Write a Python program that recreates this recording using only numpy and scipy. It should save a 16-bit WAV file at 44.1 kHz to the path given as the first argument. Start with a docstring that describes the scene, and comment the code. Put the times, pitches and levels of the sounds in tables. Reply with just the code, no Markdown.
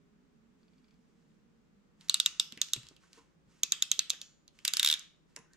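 """In a small workshop, close to the microphone, a ratchet crimping tool is squeezed shut in two runs of clicks
(noisy pawl impacts ring jaws, pawl and lever), then springs open while the pawl rattles back over its teeth.
Hands and sleeves rub (shaped noise), the tool knocks softly on a sheet-metal tank (decaying modes), a wire
catches, pings free and slides off, and a faint drone (two tones and a rumble) wavers far away in quiet air."""
import sys
import numpy as np
from scipy import signal
from scipy.fft import rfft, irfft
from scipy.io import wavfile
from scipy.ndimage import uniform_filter1d

SR = 44100
rng = np.random.default_rng(int(sys.argv[2]) if len(sys.argv) > 2 else 0)


def to_wav(sig):
    """Store sig (one row per channel, or 1-D mono) as 16-bit WAV at the path in sys.argv[1].

    Samples outside -1..1 are clipped; the rate is SR.
    """
    pcm = np.clip(np.atleast_2d(sig), -1, 1) * 32767
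    pcm = np.round(pcm).astype(np.int16)
    wavfile.write(sys.argv[1], SR, pcm.T)  # frames by channels


N = 245240
TIME = np.arange(N) / SR
CLICK_T = np.arange(1024) / SR
LEAD_S = .004  # part of each click that precedes the drop of the pawl

# the pawl drops into a tooth while closing: start_s, gain_db, jaw_db, jaw_hz, pawl_hz
# (jaw_db: ring of the jaws before the gain of the direction)
CLOSING_TEETH = [(2.0968, -23, 2.5, 4060, 6200), (2.1432, -21.5, 3, 3820, 7900),
                 (2.2009, -22, 1, 3870, 7800), (2.2612, -22, 3, 3820, 6960), (2.3985, -21, 1.5, 3740, 7520),
                 (2.616, -22, -5.5, 3770, 6400), (2.735, -23.5, -4.5, 3870, 6300),
                 (3.6338, -24.5, -2.5, 3780, 6010), (3.7218, -23, -2, 3890, 6380),
                 (3.824, -24, 2, 3810, 6680), (3.9161, -22.5, -6.5, 3880, 6300),
                 (3.9927, -22.5, -5.5, 4220, 6300), (4.098, -37, -5, 3600, 5950),
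                 (4.103, -25, 0, 3980, 6170), (4.2157, -39, -5.5, 3730, 6360)]
# spectrum of the opening crack, shared with the linkage ticks: freq_hz, gain_db
OPENING_SPECTRUM = [(200, -31), (700, -17.5), (1500, -0.5), (2600, 3), (4800, 10.5), (6000, 7), (6800, 7.5),
                    (8000, 5), (8800, -2), (9600, 0.5), (11400, 0), (12100, 2), (15500, -14.5),
                    (16000, -32.5)]


def undb(db):
    """Decibels to gain."""
    return 10 ** (np.asarray(db) / 20)


def unit(x, seconds):
    """Scale to the energy of a signal of rms 1 lasting so many seconds."""
    return x * np.sqrt(seconds * SR / np.sum(x ** 2))


def blow(x, db):
    """Set the level of a click, its energy counted over 5 ms."""
    return undb(db) * unit(x, .005)


def add(track, s, x):
    """Mix x into the track from time s."""
    i = int(s * SR)
    track[i:i + len(x)] += x[:N - i]


def colour(x, points):
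    """Minimum-phase filter with the given (Hz, dB) spectrum, made by folding its cepstrum."""
    hz, db = np.transpose(points)
    f = np.maximum(np.fft.rfftfreq(4096, 1 / SR), 1)
    log_gain = np.log(undb(np.interp(np.log(f), np.log(hz), db)))
    cepstrum = irfft(log_gain)
    half = len(cepstrum) // 2
    cepstrum[1:half] *= 2
    cepstrum[half + 1:] = 0
    impulse = irfft(np.exp(rfft(cepstrum)))
    return signal.fftconvolve(x, impulse)[:len(x)]


def resonate(x, hz, width_hz):
    """One resonance."""
    b, a = signal.iirpeak(hz, hz / min(width_hz, SR / 4), SR)
    return signal.lfilter(b, a, x)


def ring(modes):
    """Free decay of a set of modes (Hz, dB, t60 s), each starting at a random phase."""
    t = np.arange(SR) / SR
    out = np.zeros(SR)
    for hz, db, t60_s in modes:
        tone = np.sin(2 * np.pi * (hz * t + rng.random()))
        out += undb(db) * tone * np.exp(-np.log(1000) * t / t60_s)
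    return out


def walk(rate):
    """Smooth random wander with a spread of 1; rate is in new values per second."""
    k = int(SR / rate)
    steps = np.repeat(rng.standard_normal(N // k + 1), k)
    wander = uniform_filter1d(uniform_filter1d(steps, k), k)[:N]
    return wander / wander.std()


def air():
    """Quiet room noise, almost independent left and right."""
    # spectrum of the air: freq_hz, gain_db
    spectrum = [(20, -15.5), (50, -3), (100, -14), (160, -1), (230, -6.5), (320, -8), (440, -12.5),
                (700, -21), (1200, -20.5), (4500, -32), (7300, -34), (9500, -44), (16000, -49.5)]
    mid, side = (unit(colour(rng.standard_normal(N), spectrum), N / SR) for _ in range(2))
    return undb(-72) * (mid + 0.97 * side * np.array([[1], [-1]]))


def drone():
    """Two faint tones drift apart; the lower one wavers and flutters over a low rumble."""
    # path of the lower tone and its rumble: time_s, pitch_hz, gain_db
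    low_path = [(0, 243, -67), (1.398, 228, -67), (2.399, 165, -69), (2.899, 160, -78), (3.5, 152, -71.5),
                (3.9, 162, -79.5), (5.56, 160, -84)]
    s, *columns = np.transpose(low_path)
    low_hz, low_db = (np.interp(TIME, s, c) for c in columns)
    # the upper tone climbs slowly and fades
    high_hz = 404 + 39 * TIME
    high_db = -78 - 2.5 * TIME
    waver = .08 * np.sin(2 * np.pi * 4.2 * TIME + walk(2.4)) + 0.036 * walk(50)
    low = np.sin(2 * np.pi * np.cumsum(low_hz * (1 + waver)) / SR)
    high = np.sin(2 * np.pi * np.cumsum(high_hz * (1 + 0.0085 * walk(7.3))) / SR)
    rumble = unit(resonate(resonate(rng.standard_normal(N), 165, 38), 210, 90), N / SR)
    flutter_db = 4 * walk(70)
    lower_part = (low * undb(flutter_db - 3.5) + 0.54 * rumble) * undb(low_db)
    return lower_part + high * undb(high_db + 1.3 * walk(43))


def catches(count=5):
    """Strands of the wire end catch in the terminal at uneven moments of each push."""
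    # pushes of the wire: start_s, length_s
    pushes = [(.61, .18), (.84, .11)]
    # modes of the terminal held in the jaws: freq_hz, gain_db, t60_s
    terminal = [(2370, -2, 0.01), (3430, -5, 0.018), (4500, 0, 0.014), (4900, -1, .01)]
    mean_db, scatter_db = -75, 1.5
    out = np.zeros(N)
    for start, length in pushes:
        for k in range(count):
            s = start + length * (k + rng.random()) / count
            add(out, s, blow(ring(terminal), mean_db + scatter_db * rng.standard_normal()))
    return out


def wire():
    """The wire is pushed in; at the end the terminal pings free and the wire slides off with a rising hiss."""
    ping_s, ping_hz, ping_db, ping_t60_s = 5.364, 9800, -66, .2
    slide_from_s, slide_rise_s, slide_db = 5.42, .11, -76.5
    slide_hz, slide_hz_per_s = 1100, 5600
    out = catches()
    add(out, ping_s, blow(ring([(ping_hz, 0, ping_t60_s)]), ping_db))
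    # drawn away through the fingers, faster and louder: slow noise on a rising carrier
    drawn_s = np.maximum(TIME - slide_from_s, 0)
    low_pass = signal.butter(2, 150, fs=SR, output="sos")
    grain = unit(signal.sosfilt(low_pass, rng.standard_normal(N)), N / SR)
    carrier = np.sin(2 * np.pi * np.cumsum(slide_hz + slide_hz_per_s * drawn_s) / SR)
    squeak = np.sqrt(2) * grain * carrier
    return out + squeak * undb(slide_db) * np.minimum(drawn_s / slide_rise_s, 1)


def bump(hz):
    """A thud that dies away within a few cycles, with a scuff of skin."""
    t, decay_s = np.arange(SR // 4) / SR, 2.7 / hz
    fade = np.exp(-t / decay_s)
    thud = unit(np.sin(2 * np.pi * hz * t) * fade, decay_s)
    push = rng.standard_normal(len(t)) * fade
    scuff = unit(resonate(resonate(push, hz, hz), hz, hz), decay_s)
    return 0.9 * thud + 1.2 * scuff


def rubbing():
    """Sleeve and fingers rub: cloth-coloured noise swells with each stroke and flickers in level."""
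    # strokes: start_s, length_s, gain_db
    rubs = [(0.585, 0.76, -86.5), (2.013, 0.89, -70.5), (3.032, 0.026, -70.5), (3.15, 0.045, -69),
            (3.501, 0.75, -73.5), (4.554, .1, -73), (4.75, 0.2, -63.5), (5.299, .1, -79.5),
            (5.536, .03, -74.5)]
    # spectrum of the cloth: freq_hz, gain_db
    cloth = [(60, -18), (230, 6.5), (600, -9), (1300, 0), (3000, -2), (7000, -2), (9000, -10), (15000, -27)]
    attack_s, release_s = 0.017, 0.054
    strokes = np.zeros(N)
    for s, length, db in rubs:
        rise = np.minimum(TIME - s, 0) / attack_s
        fall = np.maximum(TIME - s - length, 0) / release_s
        strokes += undb(db) * np.exp(rise - fall)
    rub = unit(colour(rng.standard_normal(N), cloth), N / SR)
    return rub * strokes * undb(1.4 * walk(76))


def handling():
    """Damped bumps, the recoil of the teeth in the hand, ringing knocks on the tank and rubbing cloth."""
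    # soft bumps of hand and tool: start_s, gain_db, centre_hz
    bumps = [(2.524, -55, 216), (2.573, -58.5, 210), (2.761, -57.5, 290), (2.768, -53.5, 117),
             (2.841, -65.5, 96), (2.911, -63, 287.3), (3.036, -62.5, 1166), (3.18, -65, 330),
             (3.475, -68.5, 170), (3.635, -62.5, 330), (3.723, -65.5, 302), (3.985, -62, 459),
             (4.133, -62, 620), (5.366, -60.5, 382), (5.372, -57.5, 880), (5.392, -63, 199)]
    # knocks on the tank: start_s, level_db
    knocks = [(3.175, -61.5), (5.37, -61)]
    # modes of the sheet-metal tank: freq_hz, gain_db, t60_s
    tank = [(280.5, 6, 0.26), (459.6, 9.5, 0.18), (760, -9, 0.19), (850, -9, 0.39), (975, 5, 0.14),
            (1054, 6, 0.15)]
    recoil_db, recoil_hz = -71, 330
    out = np.zeros(N)
    for s, db, hz in bumps:
        add(out, s, undb(db) * bump(hz))
    for s, *_ in CLOSING_TEETH + release():
        add(out, s, undb(recoil_db) * bump(recoil_hz))
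    for s, db in knocks:
        add(out, s, undb(db) * unit(ring(tank), 0.027))
    return out + rubbing()


def contact(slip_ms, chatter_ms, scrape_db, snap):
    """Force on a tooth: the pawl slips over the crest, lands with a snap, chatters and scrapes to rest."""
    ms = (CLICK_T - LEAD_S) * 1000
    drop = np.exp(-abs(ms) / np.where(ms < 0, slip_ms, chatter_ms))
    scrape = undb(scrape_db) * np.exp(-abs(ms) / np.where(ms < 0, 2 * slip_ms, 4.5))
    landing = signal.unit_impulse(len(ms), int(LEAD_S * SR) + 6)  # six samples after the drop
    return snap * landing + (drop + scrape) * rng.standard_normal(len(ms))


def linkage(snap):
    """Play in the pivots gives small dull ticks: one broad resonance over a weaker crack."""
    # ticks: start_s, level_db, centre_hz
    ticks = [(2.011, -58, 3330), (2.0864, -51, 3900), (2.524, -45, 3330), (2.576, -48.5, 2120),
             (2.687, -51.5, 3620), (2.764, -46, 2800), (2.833, -58, 3280), (2.869, -56, 3410),
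             (2.888, -54, 4300), (2.966, -61, 3200), (3.132, -56.5, 3700), (4.135, -48.5, 1695),
             (4.48, -56.5, 4120), (4.59, -57, 2700), (4.995, -47, 6900), (5.3639, -47, 8000),
             (5.364, -48.5, 1816), (5.39, -64, 6960), (5.535, -64, 6500)]
    out = np.zeros(N)
    for s, db, hz in ticks:
        force = contact(0.96, chatter_ms=0.47, scrape_db=-26.5, snap=snap)
        crack = colour(force, OPENING_SPECTRUM)
        body = resonate(crack, hz, width_hz=.4 * hz)
        add(out, s - LEAD_S, blow(body, db) + blow(crack, db - 8))
    return out


def release(count=7):
    """Teeth passed on the way back, eased by hand and then running free: (s, jaw dB, crack dB)."""
    # teeth eased open one by one: start_s, jaw_db (before the gain of the direction)
    eased = [(4.6519, -55), (4.6795, -26.5), (4.7371, -34), (4.7702, -40), (4.797, -21), (4.8306, -25.5),
             (4.848, -22)]
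    crack_db = -25.5
    teeth = [(s, jaw_db, crack_db) for s, jaw_db in eased]
    # then the spring takes over and the last teeth pass evenly, with less and less crack
    run_start_s, run_gap_s = 4.8623, .01295
    for k in range(count):
        # at speed the pawl only skims every other tooth
        skim_db = -5 * (k % 2 == 0)
        jaw_db = -22 + skim_db - k * 0.1
        teeth.append((run_start_s + k * run_gap_s, jaw_db, crack_db - k * 1.2))
    return teeth


def opening(snap, ring_db):
    """The unloaded pawl scrapes back: broader, longer clicks, each with one weak bounce."""
    jaw_hz = 3700  # ring of the unloaded jaws
    bounce_s, bounce_db = 0.0058, -20.5  # delay, and level relative to the crack
    out = np.zeros(N)
    for s, jaw_db, crack_db in release():
        force, bounce = (contact(0.92, chatter_ms=.9, scrape_db=-19, snap=snap) for _ in range(2))
        jaw = resonate(resonate(force, jaw_hz, 420), jaw_hz, 1595)
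        crack = blow(colour(force, OPENING_SPECTRUM), crack_db)
        add(out, s - LEAD_S, blow(jaw, jaw_db + ring_db) + crack)
        rebound = blow(colour(bounce, OPENING_SPECTRUM), crack_db + bounce_db)
        add(out, s - LEAD_S + bounce_s, rebound)
    return out


def closing(snap, ring_db):
    """Each tooth rings the jaws, the loaded pawl and the lever for a few milliseconds."""
    # the grip, first one hand and then two, sets how the parts ring: start_s, pawl_db, lever_hz
    # (pawl_db: ring at the start of the squeeze, before the gain of the direction)
    squeezes = [(2.05, -5.5, 3038), (3.6, 2, 2645)]
    # spectrum of the crack: freq_hz, gain_db
    crack_spectrum = [(200, -21), (700, -31), (1000, -25), (1350, -8), (1950, -7), (2600, -11), (3300, 10),
                      (4400, 13), (5500, 8.5), (8000, 4), (9700, -10), (12200, 2), (14000, -13.5),
                      (16000, -26.5)]
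    clamp_db_per_s = 10  # the pawl rings less as a squeeze builds up
    out = np.zeros(N)
    for s, db, jaw_db, jaw_hz, pawl_hz in CLOSING_TEETH:
        start, pawl_db, lever_hz = [row for row in squeezes if row[0] < s][-1]
        clamp_db = -clamp_db_per_s * (s - start)
        force = contact(0.42, chatter_ms=0.77, scrape_db=-28.5, snap=snap)
        jaw = resonate(resonate(force, jaw_hz, 430), jaw_hz, 620)
        pawl = resonate(resonate(force, pawl_hz, 280), pawl_hz, 2500)
        lever = resonate(resonate(force, lever_hz, 250), lever_hz, 600)
        rings = blow(jaw, jaw_db) + blow(pawl, pawl_db + clamp_db)
        # the frame answers the swing of the jaws with a dull knock
        frame = blow(resonate(resonate(force, 1500, 230), 1200, 450), jaw_db - 26.5)
        crack = blow(colour(force, crack_spectrum), -1.1) + blow(lever, -17.5) + frame
        add(out, s - LEAD_S, undb(db) * (undb(ring_db) * rings + crack))
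    return out


def tool(snap, ring_db):
    """All the clicks of the tool as radiated in one direction."""
    return closing(snap, ring_db) + opening(snap, ring_db / 3) + linkage(snap)


def singing(clicks):
    """Handles and return spring ring long after the clicks, and again as the spring is let go."""
    # long modes of handles and return spring: freq_hz, gain_db, t60_s
    spring = [(2159, -13, .55), (2964, -7, .4), (3605, -5, .85), (3687, -7, .45), (4150, 0, .4),
              (4522, -3, .4), (5322, -9, .35), (5701, -8, .35), (6035, -4, .3), (6239, -11, .5),
              (6514, -11, .5), (6848, -3, .33), (6998, -9, .5), (7192, -14, .6), (8145, -17, .4)]
    out = undb(-74) * signal.fftconvolve(clicks, ring(spring))[:N]
    # the spring rings on when the last tooth frees it and when the handles come fully open
    freed = colour(ring(spring), [(3700, 1), (4500, 9.5), (7000, 15.5)])
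    add(out, CLOSING_TEETH[-1][0], undb(-70.5) * freed)
    add(out, release()[-1][0], undb(-59.5) * ring(spring))
    return out


def workshop(x, t60_s, wet_db, near_s, near_db, echo_s, echo_db):
    """A bounce off the tank, scatter from things nearby and the tail of the room, as shaped noise."""
    # spectrum of the reverberation: freq_hz, gain_db
    room_spectrum = [(200, -19), (600, -2), (1100, 6), (2000, 5), (2900, 6.5), (3700, 0.5), (4600, -1),
                     (5400, 0.5), (6400, 2), (8000, -2.5), (10000, -2.5), (12200, -8), (16000, -20.5)]
    t = np.arange(int(.7 * SR)) / SR
    tail = undb(wet_db) * unit(np.exp(-np.log(1000) * t / t60_s), 1 / SR)
    near = undb(near_db) * unit(np.exp(-t / near_s), 1 / SR)
    echo = undb(echo_db) * unit(np.exp(-abs(t - echo_s) / 0.0001), 1 / SR)
    envelope = np.sqrt(tail ** 2 + near ** 2 + echo ** 2) * (t > .002)
    response = envelope * rng.standard_normal(len(t))
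    # the highest treble is absorbed sooner
    dull = signal.sosfiltfilt(signal.butter(2, 8000, fs=SR, output="sos"), response)
    response = dull + (response - dull) * np.exp(-t / .13)
    return signal.fftconvolve(x, colour(response, room_spectrum))[:N]


def ports(x, oblique):
    """The right port is reached first and takes more treble; short waves differ from port to port."""
    # how far the left port lags: freq_hz, phase_rad
    port_lag = [(0, 0), (1400, .5), (2600, .8), (3700, .7), (5000, 1), (8000, .8), (13000, .6)]
    side = colour(oblique, [(1000, -14.0), (3700, -11.5), (5000, -8.5), (8000, -5), (12000, -4.0)])
    f = np.fft.rfftfreq(N, 1 / SR)
    left_db = np.interp(f, [3900, 4600, 6160, 8000, 12000], [-1.0, -1, -3.5, -1.5, -6.0])
    right_db = np.interp(f, [3680, 4740, 6000, 8000, 11600], [0.1, 0.44, 2.3, 2.1, 0.4])
    lag = np.exp(-1j * np.interp(f, *np.transpose(port_lag)))
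    left = irfft(rfft(x + side) * undb(left_db) * lag, N)
    right = irfft(rfft(x - side) * undb(right_db), N)
    return np.array([left, right])


def scene():
    """Clicks set the spring and handles ringing; tool, hands and wire sound in the workshop."""
    # the jaws face the microphone, so their ring is weaker in the other directions
    front, oblique = tool(snap=2.8, ring_db=-1.5), tool(snap=0, ring_db=-9)
    to_left, to_right = (tool(snap=3.2, ring_db=-15) for _ in range(2))
    soft = singing(front) + handling() + wire()
    left, right, shared = (
        workshop(x + soft, t60_s=0.38, wet_db=-13.0, near_s=0.0098, near_db=-10.0,
                 echo_s=0.0073, echo_db=-24)
        for x in (to_left, to_right, (to_left + to_right) / 2))
    # long waves of the reverberation reach both ports alike
    room = np.array([left, right]) + colour(shared, [(2500, 1.5), (4000, -5.5), (6000, -5.0)])
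    far_drone = drone() * undb([[-3], [2]])  # stronger on the right
    return ports(front + soft, oblique) + room + air() + far_drone


def record(dry):
    """The recorder cuts the top above 16.2 kHz."""
    return signal.sosfilt(signal.ellip(8, .2, 70, 16200, fs=SR, output="sos"), dry)


dry = scene()
out = record(dry)
to_wav(out)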